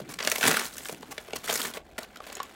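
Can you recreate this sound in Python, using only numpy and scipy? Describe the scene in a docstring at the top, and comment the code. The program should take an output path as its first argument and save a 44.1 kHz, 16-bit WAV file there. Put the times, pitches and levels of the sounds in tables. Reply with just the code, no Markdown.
"""A quiet room, heard close up: hands pry a clear plastic blister off its card.
A low hum of shaped noise lies underneath, with a dull, lumpy rub of the hands on the card.
Glued paper tears in a dense crackle of random clicks; short bursts and creaks also ring the shell.
The shell buckles in single snaps: ragged pushes ring its modes briefly, with a burst of treble.
A short, dull noise tail adds the room around the pack."""
import sys
import numpy as np
from scipy import signal
from scipy.io import wavfile
from scipy.ndimage import uniform_filter1d

SR = 44100
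rng = np.random.default_rng(int(sys.argv[2]) if len(sys.argv) > 2 else 0)


def dump_mix(stems):
    """Bounce the given channels to the path in sys.argv[1] as a 16-bit WAV at rate SR."""
    frames = np.atleast_2d(stems).T  # one column per channel
    limited = np.clip(frames, -1, 1)  # hard clip at full scale
    pcm = np.round(limited * 32767).astype(np.int16)
    wavfile.write(sys.argv[1], SR, pcm)


N = 112454  # length in samples, about 2.55 s


def gain_of(db):
    """Turns decibels into a plain multiplier."""
    return 10 ** (np.asarray(db) / 20)


def evened(x):
    """Scales a signal to an average (RMS) level of one."""
    return x / np.sqrt(np.mean(x ** 2) + 1e-20)


def add(mix, start_s, sound):
    """Adds a sound into the mix at its start time, cut off at the end of the mix."""
    part = mix[round(start_s * SR):][:len(sound)]
    part += sound[:len(part)]


def follow(times_s, values):
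    """Joins the points of a table by straight lines, one value per sample."""
    return np.interp(np.arange(N) / SR, times_s, values)


def band(x, low_hz, high_hz):
    """Keeps only the sound between two frequencies."""
    return signal.sosfilt(signal.butter(4, [low_hz, high_hz], "band", fs=SR, output="sos"), x)


def colour(x, points):
    """Gives x a spectrum, falling steeply outside the table, with no sound ahead of its cause."""
    points_hz, points_db = np.transpose(points)
    log_hz = np.log(np.fft.rfftfreq(2048, 1 / SR) + 1)
    log_points = np.log(points_hz)
    below = np.maximum(log_points[0] - log_hz, 0)
    above = np.maximum(log_hz - log_points[-1], 0)
    db = np.interp(log_hz, log_points, points_db) - 40 * (below + above)
    log_gain = np.log(gain_of(np.maximum(db, -90)))
    # The Hilbert transform of the log gain gives the phase of the most prompt filter
    full = np.concatenate([log_gain, log_gain[-2:0:-1]])
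    taps = np.fft.ifft(np.exp(np.conj(signal.hilbert(full)))).real
    return signal.oaconvolve(x, taps)[:len(x)]


def sparse(per_s, spread_db):
    """Clicks at random moments, a few of them large."""
    sizes = gain_of(spread_db * np.minimum(rng.exponential(1, N), 3))
    return sizes * (rng.random(N) < per_s / SR)


PATCHY_DB = 2.5  # typical rise or fall of a patch before the overall level is evened


def patchy(x):
    """Random patches, a few ms by about 1.5 kHz, raise or lower parts of the sound."""
    spectrum = signal.stft(x, nperseg=128)[2]
    patches = rng.standard_normal(spectrum.T.shape)
    patches = uniform_filter1d(patches, size=4, axis=0)
    patches = uniform_filter1d(patches, size=4, axis=1)
    gains = gain_of(PATCHY_DB * evened(patches).T)
    return signal.istft(spectrum * evened(gains), nperseg=128)[1][:N]


# Spectrum of the room hum: pitch_hz, density_db (dB per Hz, relative)
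HUM_SPECTRUM = [(40, 5), (65, 2.5), (100, -12.5), (180, -7), (800, -4.5), (1400, -37), (4000, -54),
                (16000, -45)]
HUM_DB = -55.5


def room_hum():
    """Steady noise, strongest in the bass, makes the low hum of the room."""
    noise = rng.standard_normal(N + 2048)
    settled = colour(noise, HUM_SPECTRUM)[2048:]  # skip the filter's start
    return gain_of(HUM_DB) * evened(settled)


# Dull rub of the hands on the card: time_s, level_db
HAND_RUB = [(0, -45.5), (.42, -63), (.48, -32), (.6, -58.5), (1.06, -51.5), (1.2, -58), (1.55, -59.5),
            (2.55, -66)]
RUB_LUMPS_DB = 4  # typical unevenness of the rub


def hand_rub():
    """Low-pitched friction noise swells unevenly as the hands rub the card."""
    lumps_db = RUB_LUMPS_DB * evened(uniform_filter1d(rng.standard_normal(N), size=1300))
    noise = rng.standard_normal(N) * gain_of(lumps_db)
    level = gain_of(follow(*np.transpose(HAND_RUB)))
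    return level * evened(band(noise, 127, 398))


ROOM_DB, ROOM_T60_S, ROOM_DULL_HZ = -14.5, 0.14, 7000  # T60: time to fall by 60 dB


def room(x):
    """A short dull tail from desk and walls, made of fading noise."""
    t = np.arange(SR // 3) / SR
    tail = rng.standard_normal(len(t)) * gain_of(-60 * t / ROOM_T60_S)
    tail *= t > .003  # a short gap before the tail begins
    tail = signal.lfilter(*signal.butter(1, ROOM_DULL_HZ, fs=SR), tail)
    return gain_of(ROOM_DB) * signal.fftconvolve(x, tail / np.linalg.norm(tail))[:N]


# Ways the plastic shell rings, low and middle: pitch_hz (before bending), level_db, t60_s
LOW_SHELL_MODES = [(205, -6, .05), (360, -6, .03), (490, -3, .025), (640, 0, .025), (830, -3, .02),
                   (1120, 0, .02)]
MID_SHELL_MODES = [(1460, 0, .014), (1780, -2, .013), (2150, 0, .012), (2600, -3, .011), (3160, -3, .011),
                   (4200, -7, .009), (5400, -9, .008), (6900, -8, .007)]
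BEND, MODE_SPREAD_DB = .05, 2.5  # random shift of pitch (fraction) and of level, each time
FOCUS_DB = 24  # dB lost per octave away from the strongest pitch
RING_LOW_HZ, RING_HIGH_HZ = 148, 8100  # band kept of every shell ring
PUSH_S = .0015  # how long a snap or creak pushes the shell


def ring(modes, pitch_hz, push, draw):
    """A ragged push rings the shell's modes in close pairs, strongest near the given pitch."""
    hz, db, t60_s = np.transpose(modes + modes)[:, :, None]
    t = np.arange(2500) / SR
    weights, bends = draw[:len(hz), None], draw[-len(hz):, None]
    octaves_away = abs(np.log2(hz / pitch_hz))
    db = db + MODE_SPREAD_DB * weights - FOCUS_DB * octaves_away
    waves = np.sin(2 * np.pi * hz * (1 + BEND * bends) * t)
    sound = (gain_of(db - 60 * t / t60_s) * waves).sum(0)
    return np.convolve(sound, np.diff(push))[:2500]


CREAKS_PER_S, CREAK_SPREAD_DB = 520, 1.5
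CREAKS_DB = -8  # relative to the body of the tearing


def creaks(level):
    """Many small snaps ring the strained shell at random, in sixteen shapes of their own colour."""
    train, kind = sparse(CREAKS_PER_S, CREAK_SPREAD_DB), rng.integers(0, 16, N)
    out, t = np.zeros(N), np.arange(400) / SR
    for k, hz in enumerate(np.geomspace(600, 7000, num=16)):
        push = rng.standard_normal(400) * t * np.exp(-t / PUSH_S)
        sound = ring(LOW_SHELL_MODES + MID_SHELL_MODES, hz, push, rng.standard_normal(48))
        out += signal.oaconvolve(train * (kind == k), sound / np.linalg.norm(sound))[:N]
    return gain_of(CREAKS_DB) * level * evened(band(out, RING_LOW_HZ, RING_HIGH_HZ))


# Short rips, and snaps that build up slowly in clusters:
# start_s, length_s, body_db, fizz_db, pitch_hz (strongest in the ring)
SHORT_BURSTS = [(0.09, 0.039, -50, -48, 1240), (0.139, 0.0035, -40, -34, 4200),
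                (0.204, 0.0036, -27, -61, 1890), (0.357, 0.0048, -28.5, -28, 2100),
                (0.462, 0.0021, -31, -36, 2190), (0.594, 0.0028, -28.5, -36, 2150),
                (1.11, 0.019, -45, -43, 855), (1.357, 0.013, -40, -36, 3600),
                (1.594, 0.014, -39, -40.5, 3170), (1.649, 0.011, -37.5, -42, 2320),
                (1.745, 0.037, -46, -48, 695), (1.982, 0.01, -35.5, -38.5, 600),
                (2.005, 0.046, -53, -55.5, 794)]
BURST_EDGE_S = 0.0054  # time a burst takes to fade in or out
BURST_RING_DB = 2  # level of the shell's ring relative to the burst's body


def burst_rings():
    """Each short burst shakes the shell's modes with swelling noise."""
    out, t = np.zeros(N), np.arange(2500) / SR
    draws = rng.standard_normal((len(SHORT_BURSTS), 48))
    noises = rng.standard_normal((len(SHORT_BURSTS), 2500))
    for (start_s, length_s, body_db, _, hz), draw, noise in zip(SHORT_BURSTS, draws, noises):
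        swell = np.clip(np.minimum(t, length_s + BURST_EDGE_S - t) / BURST_EDGE_S, 0, 1)
        sound = ring(LOW_SHELL_MODES + MID_SHELL_MODES, hz, noise * swell, draw)
        sound = sound * np.linalg.norm(swell) / np.linalg.norm(sound)
        add(out, start_s - BURST_EDGE_S / 2, gain_of(body_db + BURST_RING_DB) * sound)
    return band(out, RING_LOW_HZ, RING_HIGH_HZ)


def burst_levels(column):
    """Raises the clicks' level during each short burst, with soft edges."""
    t, levels = np.arange(N) / SR, np.zeros(N)
    for burst in SHORT_BURSTS:
        start_s, length_s = burst[:2]
        inside_s = np.minimum(t - start_s, start_s + length_s - t)
        levels += gain_of(burst[column]) * np.clip(inside_s / BURST_EDGE_S + .5, 0, 1)
    return levels


# Tearing and rubbing: time_s, body_db (mostly below 4 kHz), fizz_db (mostly above 4 kHz)
TEARING = [(0, -49, -50.5), (.04, -56, -67.5), (.18, -57.5, -58), (.2, -38, -46), (.428, -43.5, -37.5),
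           (.442, -23.5, -28.5), (.49, -26, -29.5), (.6, -34.5, -39), (.67, -41, -35.5), (.7, -51, -51),
           (.92, -48.5, -45), (.96, -56, -59.5), (1.43, -53, -57.5), (1.441, -39.5, -39),
           (1.47, -42.5, -40.5), (1.49, -33, -35.5), (1.555, -38.5, -31), (1.58, -39, -34.5),
           (1.68, -40, -37), (1.71, -48.5, -51.5), (1.82, -62.5, -71.5), (2.22, -56, -65),
           (2.27, -50, -52.5), (2.38, -48, -62.5), (2.55, -56, -61)]
# Spectrum of the card's body: pitch_hz, density_db (dB per Hz, relative)
CARD_BODY = [(150, -9), (220, -2), (800, -3), (1500, 0.5), (4000, -7.5), (7000, -27)]
# Spectrum of the treble, in the fizz and in the snaps' cracks: pitch_hz, density_db (dB per Hz, relative)
TREBLE = [(2060, -22), (3500, 2.5), (4780, 6), (7000, 7.5), (7700, 7.5), (16000, 2)]
FIBRES_PER_S, FIBRE_SPREAD_DB = 4000, 3.0
CLUMPS_PER_S, CLUMP_S, CLUMP_SPREAD_DB = 500, .0011, 3.0  # clumps shared by body and fizz
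BETWEEN_CLUMPS = .8  # crackle left between clumps, against a clump's peak of 1 or more


def tearing():
    """Fibres let go in clumps; clicks sound through the card's body and as fizz."""
    t = np.arange(600) / SR
    clump_shape = t / CLUMP_S * np.exp(1 - t / CLUMP_S)
    shared, out = sparse(CLUMPS_PER_S, CLUMP_SPREAD_DB), np.zeros(N)
    times_s, body_db, fizz_db = np.transpose(TEARING)
    for spectrum, levels_db, burst_column in [(CARD_BODY, body_db, 2), (TREBLE, fizz_db, 3)]:
        own = sparse(CLUMPS_PER_S / 2, CLUMP_SPREAD_DB)
        clumps = np.convolve(shared + own, clump_shape)[:N]
        grain = evened(clumps + BETWEEN_CLUMPS)
        # Fibre clicks stand out from a bed of finer noise
        clicks = (sparse(FIBRES_PER_S, FIBRE_SPREAD_DB) + 0.7) * rng.standard_normal(N)
        level = gain_of(follow(times_s, levels_db)) * grain + burst_levels(burst_column)
        out += colour(clicks * level, spectrum) / np.std(colour(clicks, spectrum))
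    return patchy(out) + burst_rings() + creaks(gain_of(follow(times_s, body_db)))


# Buckling snaps: start_s, mid_peak_db, low_db, crack_db, pitch_hz (strongest in the ring)
BUCKLING_SNAPS = [(0.0004, -65, -36, -57, 640), (0.188, -21.5, -59, -47, 1980),
                  (0.2258, -19.5, -40, -58, 3640), (0.2485, -20.5, -42, -35, 3140),
                  (0.273, -10.5, -26.5, -27, 1940), (0.2984, -43, -63, -31, 4040),
                  (0.3158, -11, -69, -24.5, 1580), (0.3218, -31, -31, -31.5, 1460),
                  (0.3818, -27, -34, -32.5, 610), (0.4095, -19.5, -34.5, -38, 2500),
                  (0.4172, -33, -32.5, -43, 2500), (0.4234, -30, -43, -42, 2390),
                  (0.4282, -10.5, -75, -36, 1600), (0.4658, -14.5, -59, -28, 2590),
                  (0.4735, -16, -55, -27.5, 1700), (0.4785, -17, -40, -22, 794),
                  (0.484, -26, -31.5, -30, 205), (0.5121, -25, -28.5, -27.5, 1440),
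                  (0.5686, -14, -61, -31.5, 1440), (0.7677, -38, -73, -42.5, 1390),
                  (0.7809, -30, -53, -38.5, 2130), (0.855, -26.5, -72, -47, 1680),
                  (0.8857, -29, -56, -39.5, 2070), (0.8936, -40, -34, -59, 467),
                  (0.9251, -45, -41.5, -41.5, 646), (1.0284, -42, -40, -60, 805),
                  (1.1791, -23, -37, -52, 1850), (1.2841, -45, -44.5, -78, 617),
                  (1.3067, -40.5, -50, -77, 638), (1.3322, -26, -31, -56, 507),
                  (1.476, -23, -56, -52, 1450), (1.4925, -38, -28.5, -47, 600),
                  (1.4979, -15, -37, -46, 3260), (1.507, -27, -44, -49, 3230),
                  (1.528, -24, -30.5, -40, 364), (1.555, -22, -37, -32, 1500),
                  (1.6155, -19.5, -61, -33.5, 3230), (1.737, -28.5, -51, -44, 689),
                  (1.7706, -33, -36, -68, 675), (1.98, -23.5, -39, -48, 2050),
                  (2.0301, -31.5, -54, -47.5, 4100), (2.1582, -34.5, -71, -54.5, 1440),
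                  (2.17, -33.5, -58, -53, 4100), (2.2026, -66, -38, -73, 815),
                  (2.2397, -35.5, -58, -77, 2020), (2.266, -38, -43, -59, 3600),
                  (2.2987, -35, -43, -57, 700), (2.3264, -31.5, -53, -43, 2100),
                  (2.3514, -25, -58, -46.5, 7100), (2.3687, -35, -43.5, -46, 301),
                  (2.4007, -39, -28.5, -76, 1150), (2.43, -37, -69, -43.5, 1150)]
CRACK_RISE_S, CRACK_T60_S = 0.001, 0.014
# A pitch below the split steers the low ring, otherwise the middle one; the other keeps its usual centre
LOW_FOCUS_HZ, MID_FOCUS_HZ, SPLIT_HZ = 600, 2500, 1300


def snaps():
    """The shell buckles: each snap is a low ring, a middle ring and a short burst of treble."""
    rings, cracks, t = np.zeros(N), np.zeros(N), np.arange(1500) / SR
    draws = rng.standard_normal((len(BUCKLING_SNAPS), 48))
    noises = rng.standard_normal((len(BUCKLING_SNAPS), 2, 1500))
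    crack_shape = t / (t + CRACK_RISE_S) * gain_of(-60 * t / CRACK_T60_S)
    crack_shape = crack_shape / np.sqrt(np.mean(crack_shape[:350] ** 2))  # level over the first 8 ms
    for snap, draw, (push_noise, crack_noise) in zip(BUCKLING_SNAPS, draws, noises):
        start_s, mid_db, low_db, crack_db, hz = snap
        push = (push_noise * t * np.exp(-t / PUSH_S))[:400]
        low_hz, mid_hz = (hz, MID_FOCUS_HZ) if hz < SPLIT_HZ else (LOW_FOCUS_HZ, hz)
        low = ring(LOW_SHELL_MODES, low_hz, push, draw[:24])
        mid = ring(MID_SHELL_MODES, mid_hz, push, draw[24:])
        low = low / np.sqrt(np.mean(low[:350] ** 2))
        mid = mid / abs(mid).max()
        add(rings, start_s, gain_of(low_db) * low + gain_of(mid_db) * mid)
        add(cracks, start_s, gain_of(crack_db) * crack_shape * crack_noise)
    unit = np.linalg.norm(colour(signal.unit_impulse(2048), TREBLE))  # the filter's own gain
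    return band(rings, RING_LOW_HZ, RING_HIGH_HZ) + patchy(colour(cracks, TREBLE)) / unit


def scene():
    """Hum and dull rub lie under the tearing and snaps, which also sound in the room."""
    pack = tearing() + snaps()
    return (room_hum() + hand_rub() + room(pack) + pack)[None]


EDGE_HZ = 16000  # upper limit of the sound


def record(dry):
    """Filters away the deepest bass and the highest treble."""
    dry = signal.lfilter(*signal.butter(2, 45, "high", fs=SR), dry)
    low_pass = signal.firwin(255, EDGE_HZ, window=("kaiser", 9), fs=SR)
    return signal.oaconvolve(dry, low_pass[None], "same")


dry = scene()
out = record(dry)
dump_mix(out)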